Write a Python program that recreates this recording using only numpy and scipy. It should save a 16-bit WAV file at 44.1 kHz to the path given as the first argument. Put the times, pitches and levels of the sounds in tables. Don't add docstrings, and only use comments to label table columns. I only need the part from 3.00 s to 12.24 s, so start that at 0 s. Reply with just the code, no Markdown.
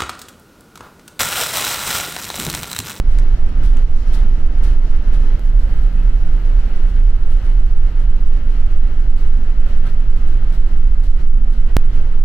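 import sys
import numpy as np
from scipy import signal
from scipy.fft import rfft, irfft, next_fast_len
from scipy.io import wavfile
from scipy.ndimage import uniform_filter1d, minimum_filter1d

SR = 44100
rng = np.random.default_rng(int(sys.argv[2]) if len(sys.argv) > 2 else 0)


def undo_db(level):
    steps = np.asarray(level, float) / 20
    return 10 ** steps


def store_pcm(level_fs):
    pcm = np.round(np.clip(level_fs, -1, 1) * 32767).astype(np.int16)
    wavfile.write(sys.argv[1], SR, np.atleast_2d(pcm).T)


N = 407484
TOP_HZ = 15800

# start in seconds, hull pressure left at its end, pressure at its start.
SHOTS = [
    (0, -.09, .43),
    (2.39465, -.655, -.04),
    (8.76767, -.3, .3),
]
# level in dB, left then right.
HULL_LEAN_DB = [
    [-1.9],
    [1.5],
]
# multiple of the shaft speed, level in dB at the table, in dB where the
# walk starts, in dB where it ends, in dB at the glass.
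STRONG = [(6, -15, -20, -12.5, -12), (9, -14, -22, -8.5, -8), (12, -13.5, -17.5, -24, -26),
          (15, -21.5, -16.5, -23, -32)]
# time in seconds, share of the way 0-1.
WALKED = [(2.4, 0.2), (3.4, 0.28), (4.4, 0.51), (5.9, 0.97), (8.76, 0.99)]


def hull():
    # multiple of the shaft speed, level in dB at the table, in dB early in
    # the walk, in dB late in it.
    weak_orders = [(3, -39, -45, -36), (4, -35, -34, -35), (5, -29, -27, -28), (7, -25, -23, -30),
                   (8, -22, -26, -29), (10, -23, -27, -25), (11, -22, -30, -31), (13, -21, -22, -36),
                   (14, -36, -25, -32), (16, -23, -23, -22), (17, -26, -21, -26), (18, -27, -30, -29),
                   (19, -33, -34, -43), (20, -27, -25, -36), (21, -34, -30, -33), (22, -37, -28, -41),
                   (23, -33, -41, -35), (24, -28, -43, -35), (25, -36, -37, -43), (26, -33, -42, -37)]
    still_s = [.91, 2.02, 2.81, 4.47, 4.88, 5.75, 6.18, 7.18, 8.68, 8.93]
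    shaft_hz = 1.997
    starts = shot_starts()
    seated = np.arange(N) < starts[1]
    glass_db = -3.5 * (np.arange(N) >= starts[2])
    walked = in_time(WALKED)[0]
    duck_db = -0.95 * lulls()

    orders = [round(row[0]) for row in STRONG + weak_orders]
    levels = [undo_db(db + 3.0 + duck_db) for db in strong_orders()]
    for k, table_db, early_db, late_db in weak_orders:
        walk_db = early_db + (late_db - early_db) * walked
        place_db = np.where(seated, table_db, walk_db) + glass_db
        levels.append(undo_db(place_db + 5.5 + duck_db + 2.0 * drift(0.77)))

    out = np.zeros(N)
    turn = 2 * np.pi * shaft_hz / SR
    for (s, end, begin), a, b in zip(SHOTS, starts, starts[1:]):
        trials = rng.uniform(0, 2 * np.pi, (len(orders), 12000))
        spin = np.exp(1j * trials)

        def pressure(i):
            now = np.array([g[i] * np.exp(1j * k * turn * i) for k, g in zip(orders, levels)])
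            return (now @ spin).imag

        still = [abs(pressure(round((q + d) * SR)))
                 for q in still_s for d in (-.02, -.007, .007, .02) if a < q * SR < b]
        peak = np.max([abs(pressure(i)) for i in np.linspace(a, b - 1, 150).astype(int)], axis=0)
        misfit = abs(pressure(b - 1) - end) + abs(pressure(a) - begin)
        misfit += .2 * pressure(a + 300) - .3 * pressure(b - 300) * (end < -.5)
        misfit += np.mean(still, axis=0) + 2 * peak
        angles = trials[:, np.argmin(misfit)]
        i = np.arange(a, b)
        out[i] = sum(g[i] * np.sin(k * turn * i + p) for k, g, p in zip(orders, levels, angles))
    return out * undo_db(HULL_LEAN_DB)


def strong_orders():
    # multiple of the shaft speed, time in seconds,
    # gain in dB, half width in seconds.
    loud_spots = [
        (12, 5.0, 7, 1.2),
        (15, 3.9, 4, .6),
        (15, 8.1, 7, .6),
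    ]
    t = (np.arange(N) + .5) / SR
    walked = in_time(WALKED)[0]
    out = []
    for k, table_db, start_db, end_db, glass_db in STRONG:
        walk_db = start_db + (end_db - start_db) * walked
        for multiple, s, db, width in loud_spots:
            if round(multiple) == round(k):
                walk_db = walk_db + db * np.exp(-((t - s) / width) ** 2)
        later_db = np.where(t < SHOTS[2][0], walk_db, glass_db)
        out.append(np.where(t < SHOTS[1][0], table_db, later_db))
    return out


def lulls():
    # time in seconds, gain in dB, length in seconds.
    main_lulls = [(0.153, 3, 0.57), (0.48, 2, 0.19), (0.616, 4, 0.2), (0.77, 4, 0.12), (1.13, 4, 0.35),
                  (1.385, 1, 0.13), (1.638, 4, 0.24), (1.94, 2.5, 0.075), (2.124, 3, 0.2),
                  (2.274, 2.5, 0.21), (2.71, 3, 0.35), (3.01, 1.5, 0.25), (3.388, 1.5, 0.59),
                  (3.712, 2.5, 0.36), (3.974, 2.5, 0.065), (4.27, 0.5, 0.24), (4.44, 3, 0.26),
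                  (4.87, 2.5, 0.15), (4.99, 2, 0.17), (5.362, 2.5, 0.14), (5.543, 3, 0.23),
                  (5.703, 2, 0.12), (5.873, 2, 0.23), (6.23, 2, 0.16), (6.475, 1.5, 0.11),
                  (6.678, 3.5, 0.26), (6.858, 4.5, 0.13), (7.26, 1.5, 0.34), (7.478, 2, 0.29),
                  (7.69, 2.5, 0.25), (8.033, 2, 0.12), (8.19, 5, 0.13), (1.015, -1, 0.095),
                  (.85, -1.5, .06), (4.534, -2, 0.057), (4.314, 1.5, 0.05), (4.034, -2, 0.052),
                  (8.316, -0.5, .16)]
    # time in seconds, gain in dB, length in seconds.
    last_lulls = [(8.55, 1.2, 0.23), (8.69, 4.1, 0.068), (8.95, 3.55, 0.21), (9.12, 1.9, 0.27)]
    rise, lead = 0.49, 0.39
    t = np.arange(N) / SR
    return sum(np.interp(t - s + lead * length, [0, rise * length, length], [0, db, 0])
               for s, db, length in main_lulls + last_lulls)


def limiter_db(x):
    ceiling = .79
    need_db = np.minimum(0, 20 * np.log10(ceiling / (abs(x).max(axis=0) + 1e-9)))
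    ramp = 110 * np.arange(N) / SR
    held_db = np.minimum.accumulate(minimum_filter1d(need_db, size=441) - ramp) + ramp
    return uniform_filter1d(np.minimum(held_db, 0), size=441)


def butted(x):
    out, starts, lean = x.copy(), shot_starts(), undo_db(HULL_LEAN_DB)
    for (s, end, begin), a, b in zip(SHOTS, starts, starts[1:]):
        i = np.arange(a, b)
        out[:, i] += (begin * lean - x[:, [a]]) * np.exp((a - i) / 700)
        out[:, i] += (end * lean - x[:, [b - 1]]) * np.exp((i - b) / 700)
    return out


def buzzes():
    # start in seconds, peak level in dB, time to fall 60 dB in seconds,
    # left over right in dB.
    rattles = [(0.0982, -48.5, 0.75, 2), (0.632, -37.5, 0.3, 2.5), (1.124, -37, 0.37, 1.5),
               (1.627, -37, 0.29, 3), (2.1266, -41, 0.2, 2), (2.8094, -52, 0.88, 1.5),
               (3.7494, -53, 0.44, 8), (3.8693, -52, 0.7, -1), (4.2094, -51.5, 0.32, 1),
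               (4.2971, -47.5, 0.54, 2), (4.4394, -51.5, 0.7, 2), (4.9932, -47, 0.24, 2),
               (5.4694, -57, 0.31, 10.5), (5.7069, -49, 0.099, -9), (6.1669, -49, 0.7, 1.5),
               (6.6793, -50.5, 0.37, -1), (6.8563, -41, 0.25, 0.5), (7.1656, -53, 0.36, -7),
               (7.2734, -45.5, 0.4, 2), (7.519, -43.5, 0.31, 2), (8.0278, -47, 0.5, -1.5),
               (8.1994, -55, 0.09, -5.5), (8.5205, -47.5, 0.33, 3.5), (8.9294, -48, 0.27, -2)]
    # frequency in Hz, level in dB per Hz.
    edge_colour = [(6000, -28), (7500, -5.5), (9200, -3), (10000, -5.5), (12300, -9), (14100, -8),
                   (15800, -7)]
    # frequency in Hz, level in dB per Hz.
    body_colour = [(600, -37), (1500, -11), (3500, -0.5), (6000, -7.5), (8000, -15), (10000, -32.5)]
    t, edge, body = np.arange(N) / SR, np.zeros((2, N)), np.zeros((2, N))
    for s, peak_db, t60, pan_db in rattles:
        at = slice(round(s * SR), round((s + 0.72) * SR))
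        age = t[at] - t[at][0]
        fall_db = -60 * age / np.clip(t60, .1, .7)
        fall = undo_db(peak_db - 10.5 + fall_db + pan_db * np.array([[.5], [-.5]]))
        edge[:, at] += fall * (1 - np.exp(-age / 0.003))
        body[:, at] += fall * undo_db(8) * (1 - np.exp(-age / 0.01))
    flutter = undo_db(1.6 * drift(60))
    return (edge * broad(edge_colour) + body * broad(body_colour)) * flutter


def ticks():
    # start in seconds, level in dB, low edge in Hz, high edge in Hz,
    # decay in seconds.
    snaps = [
        (.1862, -30, 3000, 5600, .0012),
        (.1863, -29, 6000, 9200, .001),
        (.1865, -39, 9500, 15500, .001),
        (.187, -29, 1500, 2400, .002),
        (.1872, -35, 700, 1400, .002),
        (.1947, -32, 3000, 8500, .0009),
        (.1949, -45, 9500, 15500, .0012),
        (.4894, -49, 7500, 13000, .003),
        (.7698, -35, 6000, 8100, .0018),
        (.7705, -36, 2000, 3200, .0012),
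    ]
    out, age = np.zeros(N), np.arange(400) / SR
    for s, db, low_hz, high_hz, decay in snaps:
        crackle = rng.standard_normal(400)
        band = signal.butter(3, [low_hz, high_hz], "band", fs=SR, output="sos")
        snap = signal.sosfilt(band, crackle * np.exp(-age / decay) * (1 - np.exp(-age / 0.00023)))
        start = round(s * SR)
        out[start:start + 400] += snap / abs(snap).max() * undo_db(db)
    return out


def footfalls():
    # start in seconds, level in dB, pitch in Hz,
    # time to fall 60 dB in seconds.
    steps = [(2.04, -22, 64, 0.46), (2.62, -16, 59, 0.44), (6.04, -20, 55, .4), (6.79, -24, 100, 0.34),
             (7.4, -26, 55, 0.33), (8.2, -32.5, 95, .25), (9.04, -28, 59.5, .25)]
    out, age = np.zeros(N + SR), np.arange(SR // 2) / SR
    for s, db, hz, t60 in steps:
        swell = undo_db(db - 60 * age / t60) * (1 - np.exp(-age / .015))
        start = round(s * SR)
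        out[start:start + SR // 2] += swell * np.sin(2 * np.pi * hz * age * (1 - 0.59 * age))
    return out[:N]


def squeaks():
    # start in seconds, end in seconds, pitch in Hz, width in Hz, level in dB.
    machine_tones = [(0, 2.39, 5410, 45, -72), (2.95, 3.55, 7800, 150, -81), (2.962, 2.99, 2560, 120, -54),
                     (2.988, 3.012, 2580, 120, -51.5), (6.172, 6.206, 4450, 400, -54),
                     (2.4, 4.0, 177, 3, -45), (2.56, 2.68, 572, 12, -52), (2.36, 2.41, 585, 40, -51),
                     (2.21, 2.31, 910, 40, -53), (8.35, 8.62, 228, 4, -45), (5.85, 6.8, 243, 3, -46.5),
                     (5.2, 8.76, 227, 4, -51), (0, 2.39, 238, 14, -49), (7.35, 7.85, 238, 3, -47),
                     (5.2, 5.5, 234, 4, -47), (2.55, 2.95, 236, 6, -48), (6.85, 6.876, 1330, 90, -47),
                     (6.868, 6.892, 1560, 90, -48), (4.148, 4.172, 3440, 90, -58),
                     (4.128, 4.148, 2980, 120, -56), (4.05, 4.08, 2980, 120, -58),
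                     (2.99, 3.02, 3020, 90, -57)]
    # start in seconds, length in seconds, first pitch in Hz, last pitch in Hz, level in dB.
    sole_squeak = (4.293, .037, 10800, 10150, -62)
    t = np.arange(N) / SR

    def gate(start, end):
        return np.clip(np.minimum(t - start, end - t) / .008, 0, 1)

    out = np.zeros(N)
    for start, end, hz, width, db in machine_tones:
        out += gate(start, end) * undo_db(db) * whistle(hz, width)
    s, length, from_hz, to_hz, db = sole_squeak
    hz = from_hz + (to_hz - from_hz) * np.clip((t - s) / length, 0, 1) ** 2
    return out + undo_db(db) * gate(s, s + length) * np.sin(2 * np.pi * np.cumsum(hz) / SR)


def whistle(hz, width):
    r = np.exp(-np.pi * width / SR)
    ring = [1, 0, -1, 1, -2 * r * np.cos(2 * np.pi * hz / SR), r * r]
    return rms_one(signal.sosfilt([ring, ring], rng.standard_normal(N)))


def room():
    # frequency in Hz, level in dB per Hz.
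    rumble_colour = [(26, -27), (45, 1), (49, -9), (65, -8.5), (140, -24), (167, -24), (201, -25.5),
                     (233, -24.5), (326, -30.5), (571, -36), (1100, -43.5), (1430, -74), (2420, -120)]
    # frequency in Hz, level in dB per Hz.
    vent_colour = [(530, -29.5), (900, -8), (1040, -14), (1160, -6), (1270, 1), (2070, -4.5), (2350, -8.5),
                   (3050, -7.5), (3520, -15), (4360, -17), (5000, -26.5), (6500, -44.5), (11000, -120)]
    # frequency in Hz, level in dB per Hz.
    hiss_colour = [(2350, -31), (4000, -3.5), (5690, -4.5), (8620, -15.5), (11700, -18), (12800, -18),
                   (15900, -27.5)]
    # pitch in Hz, width in Hz, level in dB.
    hum_tones = [(59.8, 2.3, -32), (83, 15, -39.5), (114.4, 2.3, -45.5), (148.6, 22, -46),
                 (177.6, 7.4, -53), (262.6, 6.7, -60.5), (291.6, 5.3, -56.5), (357.4, 4.8, -58),
                 (386.3, 6.7, -63.5), (568, 19, -60.5), (676, 9.4, -65.5), (787, 32, -64.5),
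                 (922, 30, -67.5), (1230, 48, -63.5)]
    # pitch in Hz, width in Hz, level in dB.
    whine_tones = [(7760, 400, -82.5), (10800, 550, -85), (12900, 670, -80), (14800, 1200, -86)]
    # start in seconds, then rumble, hiss and whine in dB over their usual level.
    places = [
        (0, 1.3, 3.5, -6),
        (2.39, 0.54, 2.5, 3.5),
        (4.02, -0.25, 1.45, 2),
        (8.77, 0.5, 2.4, 0),
    ]
    rumble_db, hiss_db, whine_db = by_place(places)
    age = np.arange(N) / SR - 2.2
    whine_db = whine_db + 7 * (age > 0) * np.clip(1 - (age / 1.8) ** 2, 0, 1)
    air_db = pumping()
    pump_db = air_db + 53
    rumble = undo_db(-30 + rumble_db + 0.79 * pump_db) * broad(rumble_colour)
    vent = undo_db(air_db + 3.0) * broad(vent_colour)
    hiss = undo_db(-63.5 + hiss_db + .85 * pump_db + 1.5 * drift(9.9)) * broad(hiss_colour)
    whines = undo_db(whine_db - 1.5 + pump_db + 1.5 * drift(20)) * tones(whine_tones)
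    hums = undo_db(0.22 * pump_db) * tones(hum_tones)
    return rumble + vent + hiss + whines + hums


def pumping():
    # time in seconds, level in dB.
    held_air = [(0, -54.5), (0.1, -51), (2.3, -49), (2.5, -50.5), (3.6, -49.5), (4.4, -50.5), (4.7, -51),
                (6.0, -50.5), (7.3, -50), (7.9, -52), (8.3, -54.5), (8.8, -50.5), (9.15, -51.5),
                (9.24, -58.5)]
    return in_time(held_air)[0] + 1.33 * lulls()


def broad(spectrum):
    low_hz, high_hz = spectrum[0][0], spectrum[-1][0]
    return coloured(lambda hz: undo_db(at_hz(spectrum, hz)) * (hz > low_hz) * (hz < high_hz))


def tones(table):
    def peaks(hz):
        return sum(undo_db(db) / np.sqrt(w) / (1 + (2 * (hz - f) / w) ** 2) for f, w, db in table)
    return coloured(peaks) * np.sqrt(sum(undo_db(db) ** 2 for f, w, db in table))


def coloured(gain_at):
    # frequency in Hz, side over middle in dB.
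    side_db = [(60, -20.5), (110, -19.5), (200, -11), (380, -8.5), (700, 2.5), (1290, -5), (2380, -3.5),
               (4400, 1), (8120, 0), (15000, -1.5)]
    # frequency in Hz, left over right in dB.
    lean_db = [(60, -2), (110, 0.5), (200, -0.5), (380, 1), (700, 2.5), (1290, 1), (2380, -1), (4400, 0.0),
               (8120, 1), (15000, 1)]
    size = next_fast_len(N)
    hz = np.maximum(np.arange(size // 2 + 1) * SR / size, 1)
    mid, side = rfft(rng.standard_normal((2, size)))
    side = side * undo_db(at_hz(side_db, hz))
    lean = undo_db(at_hz(lean_db, hz) / 2)
    pair = np.array([(mid + side) * lean, (mid - side) / lean])
    return rms_one(irfft(pair * gain_at(hz) * (hz < TOP_HZ), size)[:, :N])


def drift(rate):
    r = np.exp(-200 * np.pi * rate / SR)
    noise = rng.standard_normal(N // 100 + 2002)
    slow = signal.lfilter([1], [1, -2 * r, r * r], noise)[2000:]
    return np.interp(np.arange(N) / 100, np.arange(len(slow)), rms_one(slow))


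def rms_one(x):
    return x / np.sqrt(np.mean(x ** 2) + 1e-20)


def in_time(rows):
    s, *columns = np.transpose(rows)
    return [np.interp(np.arange(N) / SR, s, c) for c in columns]


def by_place(rows):
    starts = [row[0] * SR for row in rows]
    here = np.searchsorted(starts, np.arange(N), "right") - 1
    return np.array(rows)[here, 1:].T


def at_hz(points, hz):
    f, db = np.transpose(points)
    return np.interp(np.log(hz), np.log(f), db)


def shot_starts():
    return [round(row[0] * SR) for row in SHOTS] + [N]


def scene():
    shaking = hull()
    gain_db = limiter_db(shaking)
    air = buzzes() + ticks() + footfalls() + squeaks() + room()
    return butted(shaking * undo_db(gain_db) + air * undo_db(0.69 * gain_db - 1.36))


def band_limit(x):
    return signal.sosfilt(signal.butter(12, 16820, fs=SR, output="sos"), x)


def record(dry):
    top_cut = signal.cheby2(10, 25, TOP_HZ + 1200, fs=SR, output="sos")
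    held = signal.sosfiltfilt(top_cut, dry * undo_db(limiter_db(dry)))
    top = signal.sosfiltfilt(signal.butter(10, 13500, "high", fs=SR, output="sos"), held)
    power = uniform_filter1d(np.sum(top ** 2, axis=0), size=1500) * undo_db(1.6 * drift(15))
    faint = 1. * (power < np.quantile(power, .05))
    mix = held - uniform_filter1d(faint, size=300) * top
    return band_limit(mix)


dry = scene()
out = record(dry)
store_pcm(out)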